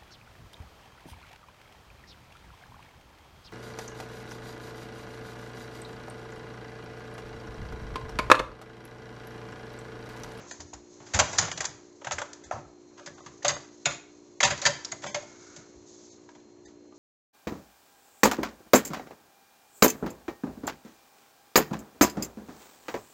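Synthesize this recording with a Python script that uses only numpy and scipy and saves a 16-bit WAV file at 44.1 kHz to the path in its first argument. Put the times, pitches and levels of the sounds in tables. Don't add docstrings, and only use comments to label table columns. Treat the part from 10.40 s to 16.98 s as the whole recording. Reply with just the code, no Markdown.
import sys
import numpy as np
from scipy import signal
from scipy.fft import rfft, irfft, next_fast_len
from scipy.io import wavfile
from scipy.ndimage import uniform_filter1d

SR = 44100
rng = np.random.default_rng(int(sys.argv[2]) if len(sys.argv) > 2 else 0)


def dump(signal):
    limited = np.clip(np.atleast_2d(signal).T, -1, 1)
    pcm = np.round(limited * 32767).astype(np.int16)
    wavfile.write(sys.argv[1], SR, pcm)


def how_loud(loudness_db):
    steps = np.asarray(loudness_db, float) / 20
    return 10 ** steps


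N = 290178

# motor_multiple, level_db
HUM = [(4, -84.5), (5, -58.5), (6, -57.5), (7, -65), (9, -83.5), (10, -77), (16, -79)]
MOTOR_HZ = 59.13
# pitch_hz, width_hz, level_db
WHINES = [(230.3, 11, -66.5), (1670, 30, -90.5), (2200, 8, -85.5), (4199, 1.5, -76)]
# freq_hz, level_db_per_hz
AIR = [(15, -58.5), (25, -40), (144, -11.5), (246, -6), (354, -4), (474, -4.5), (1110, -21), (1190, -34),
       (3740, -30), (4130, -26), (4890, -39.5), (6710, -31), (7580, -31.5), (8350, -63.5), (10900, -86),
       (18400, -120)]
AIR_DB = -61.5
# freq_hz, t60_s
KITCHEN = [(100, 0.23), (400, 0.46), (1000, 0.52), (3000, 0.47), (8000, 0.36)]

# time_s, speed_db, weight_on_plastic_db
HAND_MOVES = [(0.0, -54.5, 13.5), (0.18, -53, -6), (0.42, -62, -0.5), (0.62, -57, -1), (0.95, -39.5, 2.5),
              (1.37, -60, 4.5), (1.55, -62, -1), (1.8, -55.5, 0), (2.35, -65.5, 0.5), (2.78, -58, 4),
              (3.4, -58.5, -5), (4.0, -63, 0.5), (4.2, -49, 0), (4.58, -56, -3.5), (5.06, -53, -2),
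              (5.38, -61, 0), (5.74, -60, -0.5), (6.2, -67.5, 3)]
# freq_hz, level_db_per_hz
SKIN = [(2060, -43), (3500, -15.5), (4050, -12.5), (5200, -11), (6550, -2.5), (7610, -13), (8200, -28),
        (10700, -57), (18000, -120)]
# freq_hz, level_db_per_hz
SCRAPE = [(290, -22), (500, -0.5), (919, -3.5), (994, 0), (1410, -5), (2250, -9.5), (2800, -12),
          (4000, -21), (5200, -39.5), (8800, -120)]
# start_s, length_s, level_db
BRUSHES = [(0.088, 0.052, -58.5), (0.517, 0.023, -64), (5.004, 0.21, -67), (5.484, 0.25, -61),
           (6.563, .06, -65.5)]
BRUSH_EDGE_S = 0.024
# pitch_hz, width_hz, level_db
RUB_RINGS = [(1440, 190, -62), (2190, 110, -66.5)]
RUB_S, RUB_HALF_S = 5.06, 0.23
RUMBLE_DB, RUMBLE_FOLLOWS = -64.5, 0.66
RATTLE_DB, RATTLE_S, SHAKE_DB, SHAKE_S = -17, 0.016, -7, 0.018

# crest_s, peak_db, pitch_hz
THUMPS = [(0.25, -44.5, 92.8), (0.611, -45.5, 126.7), (0.755, -21, 95), (0.811, -23, 104),
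          (0.883, -38, 93.6), (0.946, -36, 95), (0.997, -27, 100), (1.056, -35, 160), (1.15, -41, 162),
          (1.291, -43, 133), (1.678, -38, 131), (1.742, -37, 84), (1.025, -31, 155), (2.146, -34, 104),
          (2.185, -38, 135), (2.683, -45, 150), (2.871, -42.5, 152), (3.062, -34.5, 133),
          (3.122, -33.5, 142.6), (3.475, -31, 143.4), (4.69, -41, 215), (4.084, -35, 95), (4.058, -29, 128),
          (4.122, -32, 140), (4.269, -32.5, 141.8), (4.297, -37, 145), (4.537, -40.5, 118),
          (4.655, -38, 145), (4.756, -38, 135), (5.186, -48, 162), (0.2, -40.5, 86), (0.8, -37.5, 187.5),
          (1.19, -36, 158), (0.842, -33, 91), (4.045, -36, 215), (3.093, -36, 131)]
# crest_s, peak_db
JOLTS = [(0.351, -42), (0.759, -46), (1.3, -51), (1.759, -46), (2.061, -46), (3.479, -44), (2.26, -48),
         (5.36, -46), (6.26, -54)]
JOLT_HZ = 61
# crest_s, peak_db
CAVITY_BOOMS = [(0.817, -28), (0.797, -23), (0.842, -34), (0.879, -39), (1.722, -31), (1.793, -33),
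                (1.825, -32), (5.17, -50), (3.062, -21), (3.133, -33), (3.167, -38.5), (3.47, -28.5),
                (3.493, -32), (4.035, -20.5), (4.066, -26), (3.079, -27), (4.126, -26.5), (4.258, -31),
                (4.297, -24), (4.645, -35), (4.664, -34.5), (4.773, -24), (2.612, -43), (2.68, -40),
                (3.053, -27.5), (3.112, -41.5), (3.533, -40.5), (4.756, -29), (4.835, -44), (4.705, -40),
                (4.228, -33), (4.281, -23), (4.11, -36.5)]
CAVITY_HZ = 584
CAVITY_SWELL_S, THUMP_SWELL_S = 0.011, 0.01325

# start_s, level_db, hardness_db (body to edges), fade_s
FRAME_KNOCKS = [(0.11, -45, 3, 0.02), (0.203, -50, 8.5, 0.015), (0.331, -53.5, -9, 0.011),
                (0.6, -58, -8, 0.032), (0.744, -29, 2, 0.018), (0.7895, -22.5, 2.5, 0.011),
                (0.7975, -18.5, 1.5, 0.0089), (0.813, -35, -8, .014), (0.84, -59.5, -1, 0.021),
                (0.93, -39.5, 0, 0.024), (0.984, -22, 5.5, 0.013), (1.02, -34.5, 0.5, 0.07),
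                (1.05, -40.5, 1.5, 0.0084), (1.115, -36.5, 2.5, 0.011), (1.175, -38, 4, 0.011),
                (1.205, -32.5, 3.5, 0.016), (0.99, -35.5, 1, 0.0095), (1.243, -36.5, 0.5, 0.009),
                (1.252, -34.5, 8, 0.0078)]
# start_s, level_db, hardness_db, fade_s
BOARD_KNOCKS = [(1.645, -41.5, -1, 0.014), (1.669, -37.5, -4, 0.012), (1.7095, -33.5, -3, 0.011),
                (1.719, -35, 5, 0.016), (1.784, -37, -1, 0.014), (1.816, -35.5, -5, 0.01),
                (1.931, -49, 7.5, 0.0073), (2.036, -56, 5, 0.059), (2.111, -36, -9.5, 0.004),
                (2.121, -42, -8, 0.024), (2.59, -58.5, -10, 0.019), (2.66, -45, 3.5, 0.015),
                (2.783, -67.5, -6, 0.035), (2.806, -58.5, -13, 0.0033), (2.861, -47, -1, 0.017),
                (3.0468, -27, -0.5, 0.021), (3.057, -47.5, -10, 0.022), (3.084, -32, 8, 0.009),
                (3.09, -29, -1, 0.014), (3.116, -46, -2, 0.024), (3.164, -47.5, -9.5, 0.0065)]
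# start_s, level_db, hardness_db, fade_s
CUP_KNOCKS = [(3.456, -26.5, 3.5, 0.012), (3.463, -38.5, -3, 0.046), (4.004, -28.5, 2, 0.017),
              (4.0305, -22, 3, 0.017), (4.045, -36.5, 7.5, 0.0022), (4.056, -31, 4.5, 0.018),
              (4.075, -36, 0.5, 0.013), (4.175, -50, 8.5, 0.024), (4.218, -40, 4.5, 0.067),
              (4.252, -30, 6, 0.016), (4.262, -23, 4, 0.014), (4.302, -48, 6, .014),
              (4.449, -52, 14.5, 0.009), (4.5165, -47, 6, 0.009), (4.638, -39.5, -4, 0.011),
              (4.662, -41.5, -1.5, 0.036), (4.745, -33, 0, 0.016), (5.162, -52, 6, 0.014),
              (5.889, -60, -1, 0.0096), (5.95, -59.5, -4, 0.015), (6.523, -67, -11, 0.0045)]
# start_s, level_db, hardness_db, fade_s
MORE_KNOCKS = [(0.198, -55.5, -4.5, 0.013), (0.334, -50, 5, 0.013), (0.111, -44.5, 1.5, 0.0044),
               (4.4525, -52, 12, .004), (4.745, -38, -2, .003), (0.736, -35, 2, 0.02), (0.76, -38.5, -4.5, .02),
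               (1.012, -37.5, 7, 0.0071), (1.08, -41.5, -3.5, .015), (2.596, -54.5, 0, 0.0064),
               (2.673, -47, -1.5, 0.012), (2.78, -57.5, -6.5, 0.0097), (3.103, -33, -0.5, 0.011),
               (3.452, -51, 3, 0.0042), (4.037, -36.5, 4, 0.016), (4.05, -26.5, 3, 0.0086),
               (4.082, -41, -1.5, .008), (4.125, -41.5, -3.5, 0.0059), (4.2165, -45, 11.5, 0.0039),
               (4.269, -30, 3, 0.0069), (4.524, -43.5, 1.5, 0.005), (4.62, -53.5, 2.5, .012),
               (6.0, -72, 3, 0.019)]
# start_s, level_db, hardness_db, fade_s
SLIDES = [(0.66, -54.5, -0.5, 0.032), (0.735, -37.5, 5, 0.1), (0.978, -41.5, 9, 0.0023),
          (1.614, -53.5, -8.5, 0.0099), (2.145, -50, -11, 0.039), (2.573, -55, -1.5, .022),
          (3.025, -48, 2.5, 0.011), (3.5, -43, 2.5, 0.04), (4.103, -32.5, 1.5, .016),
          (4.621, -49, -1.5, 0.052), (4.82, -73.5, 19, 0.0083), (6.25, -60.5, 5.5, 0.0343)]
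KNOCK_RISE_S, SLIDE_RISE_S = 0.0022, 0.0072
# low_hz, high_hz
BANDS = [(500, 1500), (1500, 4000), (4000, 9000)]
# pitch_hz, width_hz, level_db
FRAME = [(830, 170, -11), (1530, 370, 12), (1950, 670, -16), (3410, 270, 0), (3590, 230, -19),
         (4920, 82, -14), (4700, 120, -13), (5200, 38, -4), (7000, 21, 0.5), (6240, 16, -2.5),
         (6600, 70, -7.5), (6610, 66, 7.5), (7050, 48, 5)]
# pitch_hz, width_hz, level_db
RAILS = [(593, 34, -2.5), (904, 68, 9), (1230, 9.2, -3.5), (1650, 370, 1), (3420, 290, -9.5),
         (5100, 50, -13), (6150, 110, -32.5), (6550, 110, 9.5), (7130, 69, -0.5), (7270, 38, -2)]
# pitch_hz, width_hz, level_db
BOARD = [(747, 130, 6.5), (1200, 83, -6), (1550, 120, -3), (3470, 89, -41), (4660, 38, -27),
         (4750, 29, -20), (5860, 105, -16), (6520, 65, -14)]
# pitch_hz, width_hz, level_db
RIM = [(1500, 320, -4), (2106, 47, -3), (3620, 680, 17.5), (5100, 130, -39), (5050, 31, 4), (6600, 90, -5),
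       (6490, 100, 14), (6900, 72, -3.5), (7500, 29, -3.5), (7250, 47, -5)]
# pitch_hz, width_hz, level_db
PUSHER = [(1228, 98, -13.5), (1375, 84, 3.5), (2304, 63, -12.5), (2600, 37, -1.5), (3270, 32, -7),
          (3620, 26, -3), (3760, 150, -7.5), (5230, 87, -16), (6650, 73, -21), (6810, 38, -5)]
# pitch_hz, width_hz, level_db
CUP = [(780, 14, -4), (942, 22, -1), (1690, 340, 5.5), (2670, 220, -6.5), (3300, 36, -17), (3700, 53, -15),
       (4900, 310, -16.5), (4810, 13, -1), (5400, 58, -7), (6370, 48, 1.5), (6870, 37, 0.5), (6940, 140, 2),
       (7200, 33, -11.5)]
# pitch_hz, width_hz, level_db
LID = [(870, 170, 0), (1690, 30, -30), (2150, 240, 1.5), (3160, 420, 2), (3450, 33, -15.5), (5230, 81, 4.5),
       (6600, 86, -3), (6460, 86, -8.5), (6570, 72, 10.5), (7260, 42, 5.5)]
# from_s, part_resonances, walls_above_body_and_edges_db
STRUCK = [
    (0, FRAME, 1.5),
    (1.5, RAILS, 1.5),
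    (2.1, BOARD, 2),
    (2.4, RIM, 0),
    (3.3, PUSHER, 3),
    (3.8, CUP, 3.5),
    (4.6, LID, 1),
]
# start_s, peak_db, pitch_hz, t60_s
PINGS = [(0.111, -38, 997, .03), (0.331, -35, 900, .04), (0.334, -38.5, 6700, .05), (0.668, -47, 4900, .06),
         (0.806, -23.5, 1006, .06), (0.885, -39, 1380, .04), (1.206, -26, 1820, .04),
         (1.252, -37, 4750, .02), (1.669, -31, 1585, .04), (1.71, -30, 790, .06), (1.67, -36, 800, .06),
         (1.82, -32, 1150, .05), (4.665, -33, 700, .05), (3.083, -27, 3700, .05), (5.2, -52, 620, .05),
         (1.722, -27, 6460, .04), (1.784, -27.5, 1550, .04), (2.112, -26, 744, 0.06),
         (2.112, -35, 1227, 0.069), (2.118, -47, 1570, .12), (2.152, -34, 730, 0.067),
         (2.135, -36, 620, .05), (2.165, -41, 945, .06), (2.673, -40, 1500, .05), (2.674, -39, 1710, .05),
         (2.806, -42, 1290, .02), (2.864, -41, 1177, .08), (3.023, -42, 1800, .06), (3.048, -20, 690, .05),
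         (3.09, -26, 2007, .04),
         (4.2575, -20, 1800, .04), (4.268, -19, 2000, .03), (3.475, -33, 2560, .09),
             (3.456, -23, 2490, .03), (3.457, -19.5, 2190, .04), (3.465, -23.5, 690, .05),
             (3.474, -28.5, 1454, .08), (4.004, -14, 2123, .04), (4.007, -27.5, 1080, 0.078),
             (4.03, -23.5, 1060, .06), (4.052, -21.5, 966, .08), (4.08, -28.5, 1880, 0.065),
             (4.452, -36, 4900, 0.039), (4.5205, -27, 6550, 0.04), (4.8, -43, 6600, .08),
             (0.79, -25.5, 1095, .04), (0.84, -30.5, 1000, 0.058), (1.05, -38, 1500, .04),
             (3.5, -39, 2200, .1), (3.469, -42.5, 3300, 0.1), (4.004, -25, 5950, .04),
             (4.044, -22.5, 2740, .04), (4.2535, -16, 1778, .07), (4.255, -16, 4650, .035),
             (4.521, -31.5, 2050, .05), (4.528, -34.5, 650, .05), (4.64, -31, 1370, .04),
             (4.747, -28, 2150, .05), (4.76, -33, 900, .07), (4.83, -43, 680, 0.046),
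             (5.889, -45.5, 960, .08), (5.889, -48, 1630, .06), (6.523, -50, 1200, .05)]
PING_RISE_S = 0.0013
# start_s, peak_db, pitch_hz
SNAPS = [(0.797, -7, 6800), (0.9843, -15, 6300), (1.1158, -24, 3000), (1.2056, -25, 2200),
         (1.7836, -23, 2000), (3.0817, -9, 6500), (3.4565, -18, 6800), (4.0304, -9, 3300),
         (4.0334, -13, 6800), (4.1037, -26, 6900), (4.2185, -28, 5950), (4.2618, -13, 3200),
         (4.2624, -10, 6700), (4.448, -22, 5600), (4.4517, -28, 5200), (4.5201, -21, 6700),
         (4.7464, -23, 6200), (5.1642, -40, 6300)]
SNAP_T60_S = 0.017

# freq_hz, level_db
MICROPHONE = [(7300, 0), (7800, -1), (8100, -7), (8500, -14.5), (9000, -46.5), (11000, -70), (16000, -85)]
# centre_s, share_dropped (0-1)
THINNED = [(0.129, .6), (.29, .5), (.94, .4), (1.145, .4), (2.05, .6), (2.564, .3), (2.63, .3), (2.755, .6),
           (2.82, .6), (3.15, .4), (3.24, .3), (3.49, .25), (1.9, .25), (3.972, .4), (4.056, .5),
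           (4.685, .5), (4.725, .6), (5.71, .7), (6.0, .3), (1.29, .3), (4.37, .2), (6.19, .3), (6.264, .8),
           (6.49, .4)]


def evened(x):
    return x / np.sqrt(np.mean(x ** 2) + 1e-20)


def read(points, hz):
    f, value = np.transpose(points)
    return np.interp(np.log(hz + 1), np.log(f + 1), value)


def add(mix, s, sound):
    part = mix[round(s * SR):][:len(sound)]
    part += sound[:len(part)]


def coloured(x, points):
    size = next_fast_len(len(x))
    gain = how_loud(read(points, np.fft.rfftfreq(size, 1 / SR)))
    return evened(irfft(rfft(x, size) * gain, size)[:len(x)])


def fuzzy_line(hz, width_hz, steady):
    r = np.exp(-np.pi * abs(width_hz) / SR)
    noise = rng.standard_normal(N) + 1j * rng.standard_normal(N)
    slow = signal.lfilter([1 - r], [1, -r], noise)
    carrier = np.exp(2j * np.pi * hz * np.arange(N) / SR)
    return evened(((steady + slow / slow.std()) * carrier).real)


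def swell(t, crest_s):
    return (t / crest_s * np.exp(1 - t / crest_s)) ** 1.4


def settling(x, fade_s):
    r = np.exp(-1 / (SR * fade_s))
    return np.sqrt(abs(signal.lfilter([1 - r], [1, -r], x ** 2)))


def refrigerator():
    turn = 2 * np.pi * MOTOR_HZ * np.arange(N) / SR
    waver = evened(uniform_filter1d(rng.standard_normal((len(HUM), N)), size=6000, axis=1))
    sound = how_loud(AIR_DB) * coloured(rng.standard_normal(N), AIR)
    for (multiple, db), w in zip(HUM, waver):
        sound += np.sqrt(2) * how_loud(db + 1.1 * w) * np.cos(int(multiple) * turn)
    for hz, width_hz, db in WHINES:
        sound += how_loud(db) * fuzzy_line(hz, width_hz, steady=(hz / 2000) ** 2)
    return sound


def kitchen(x):
    taps = rng.standard_normal(SR // 2)
    taps[:220] = 0
    hz, t, z = signal.stft(taps, SR, nperseg=256)
    decay = how_loud(-60 * t / read(KITCHEN, hz)[:, None])
    tail = signal.istft(z * decay, SR, nperseg=256)[1]
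    return signal.fftconvolve(x, tail / np.linalg.norm(tail))[:N]


def hands(knocks, thumps):
    s, *controls = np.transpose(HAND_MOVES)
    t = np.arange(N) / SR
    speed_db, weight_db = (np.interp(t, s, db) for db in controls)
    rattle = how_loud(RATTLE_DB) * settling(knocks, RATTLE_S)
    shake = how_loud(SHAKE_DB) * settling(thumps, SHAKE_S)
    flutter = evened(uniform_filter1d(rng.standard_normal((2, N)), size=600, axis=1))
    slips = rng.standard_normal((2, N)) * how_loud(1.3 * flutter)

    brush = np.zeros(N)
    for start, length, db in BRUSHES:
        inside = np.minimum(t - start, start + length - t)
        brush += how_loud(db) * np.clip(inside / BRUSH_EDGE_S + 1, 0, 1)
    hiss = (how_loud(speed_db - 3.5) + brush + 0.31 * rattle) * coloured(slips[0], SKIN)
    scrape = (how_loud(speed_db + weight_db - 6.5) + rattle) * coloured(slips[1], SCRAPE)

    rings = sum(how_loud(db) * fuzzy_line(hz, width_hz, steady=0) for hz, width_hz, db in RUB_RINGS)
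    rings = rings * how_loud(1.76 * flutter[0]) * np.exp(-((t - RUB_S) / RUB_HALF_S) ** 4)

    rumble = coloured(rng.standard_normal(N), [(20, -18.0), (50, -13.0), (100, 0.0), (160, -4.5),
                                               (280, -7.5), (450, -11.5), (800, -64.5)])
    push = how_loud(RUMBLE_DB + RUMBLE_FOLLOWS * (speed_db + weight_db + 57.0))
    return hiss + scrape + rings + (push + shake) * rumble


def thump(row):
    s, peak_db, hz = row
    t = np.arange(SR // 4) / SR
    near, phase = rng.uniform(.6, 2.2, (6, 1)), rng.random((6, 1))
    neighbours = 0.3 / near * np.exp(-25 * near * t) * np.sin(2 * np.pi * (near * hz * t + phase))
    boom = np.sin(2 * np.pi * hz * t) + neighbours.sum(0)
    return s - THUMP_SWELL_S, how_loud(peak_db - 4.5) * swell(t, THUMP_SWELL_S) * boom


def cavity(row):
    s, peak_db = row
    t = np.arange(SR // 6) / SR
    note = np.sin(2 * np.pi * CAVITY_HZ * rng.uniform(0.99, 1.008) * t)
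    return s - CAVITY_SWELL_S, how_loud(peak_db - 4.5) * swell(t, CAVITY_SWELL_S) * note


def snap(row):
    s, peak_db, hz = row
    t = np.arange(SR // 40) / SR
    modes = sum(share * np.sin(2 * np.pi * ratio * hz * t) for ratio, share in [(.72, .4), (1, 1), (1.09, .3)])
    return s, how_loud(peak_db - 2.0 - 60 * t / SNAP_T60_S) * modes


def ping(row):
    s, peak_db, hz, t60_s = row
    t = np.arange(SR // 6) / SR
    t60_s = np.clip(t60_s, .005, .09)
    pair = np.sin(2 * np.pi * hz * t) + 0.33 * np.sin(2 * np.pi * 1.045 * hz * t)
    return s, np.minimum(t / PING_RISE_S, 1) * how_loud(peak_db - 0.5 - 60 * t / t60_s) * pair


def knock(row, modes, walls_db, rise_s, filters, damping):
    s, db, hard_db, fade_s = row
    band_db = db - hard_db, db + walls_db - 0.22 * abs(hard_db), db + hard_db
    t = np.arange(4096) / SR
    rise_s = np.clip(rise_s * np.sqrt(fade_s / 0.017), .0002, .02)
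    fade_s = np.clip(0.74 * fade_s, .001, .03)

    when, size, hiss = rng.random(4096), rng.standard_normal(4096), rng.standard_normal(4096)
    contacts = np.tanh(size) * (when < 4000 / SR) + 0.26 * hiss
    contacts[0] = 4 * min(KNOCK_RISE_S / rise_s, 1)
    contacts *= np.minimum(t / rise_s + 0.15, 1) * np.exp(-np.maximum(t - rise_s, 0) / fade_s)

    hz, width_hz, mode_db = np.transpose(modes)[:, :, None]
    spot = rng.standard_normal((2, len(modes), 1))
    damped = how_loud(mode_db + 2.0 * spot[0]) * np.exp(-np.pi * damping * (width_hz + 0.013 * hz) * t)
    lasting = how_loud(mode_db - 22.0) * np.exp(-np.pi * (0.91 * width_hz + hz / 160) * t)
    rings = (damped + lasting) * np.sin(2 * np.pi * hz * (1 + 0.017 * spot[1]) * t)

    out = np.zeros(len(t))
    for level_db, (lo_hz, hi_hz), band, crack in zip(band_db, BANDS, filters, [.7, .8, .9]):
        inside = (hz[:, 0] > lo_hz) & (hz[:, 0] <= hi_hz)
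        ring = signal.fftconvolve(contacts, rings[inside].sum(0))[:len(t)]
        part = signal.sosfilt(band, evened(ring) + crack * evened(contacts))
        out += how_loud(level_db + 1.0) * part / np.sqrt(uniform_filter1d(part ** 2, size=256).max())
    return s - .0003, out


def scene():
    knocks, thumps, booms = np.zeros((3, N))
    filters = [signal.butter(2, band, "band", fs=SR, output="sos") for band in BANDS]
    for rows, rise_s in [(FRAME_KNOCKS + BOARD_KNOCKS + CUP_KNOCKS, KNOCK_RISE_S), (SLIDES, SLIDE_RISE_S),
                         (MORE_KNOCKS, KNOCK_RISE_S)]:
        for row in rows:
            part, walls_db = [struck[1:] for struck in STRUCK if struck[0] <= row[0]][-1]
            add(knocks, *knock(row, part, walls_db, rise_s, filters, damping=3.8))
    knocks = signal.sosfilt(signal.butter(4, 470, "high", fs=SR, output="sos"), knocks)
    for row in PINGS:
        add(knocks, *ping(row))
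    for row in SNAPS:
        add(knocks, *snap(row))
    for row in CAVITY_BOOMS:
        add(booms, *cavity(row))
    for row in THUMPS + [(*jolt, JOLT_HZ) for jolt in JOLTS]:
        add(thumps, *thump(row))
    thumps = signal.sosfilt(signal.butter(3, 60, "high", fs=SR, output="sos"), thumps)
    wet = kitchen(how_loud(-12.0) * knocks + how_loud(-24.0) * booms + how_loud(-6.0) * thumps)
    background = hands(knocks + booms, thumps) + refrigerator()
    return (knocks + booms + thumps + wet + background)[None]


def thin_out(x):
    out, window = x.copy(), np.sqrt(signal.windows.tukey(2048, .7))
    upper = abs(np.fft.rfftfreq(2048, 1 / SR) - 4300) < 3300
    for s, share in THINNED:
        at = slice(round(s * SR) - 1024, round(s * SR) + 1024)
        z = rfft(window * x[at])
        strength = uniform_filter1d(abs(z), size=5) / uniform_filter1d(abs(z), size=60)
        weak = upper & (strength < np.quantile(strength[upper], np.clip(share, 0, .95)))
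        gain = np.where(weak, .025, 1 + 0.5 * share * upper)
        out[at] += window * (irfft(z * gain) - window * x[at])
    return out


def top_cut(x):
    return signal.sosfilt(signal.butter(12, 8500, fs=SR, output="sos"), x)


def record(dry):
    hz = np.linspace(0, SR / 2, 513)
    taps = signal.firwin2(301, hz, how_loud(read(MICROPHONE, hz)), fs=SR, window=("kaiser", 8))
    heard = signal.oaconvolve(0.89 * np.tanh(dry / 0.94), taps[None], "same")
    heard = thin_out(heard[0])[None] + how_loud(-99) * rng.standard_normal(dry.shape)
    return top_cut(heard)


dry = scene()
out = record(dry)
dump(out)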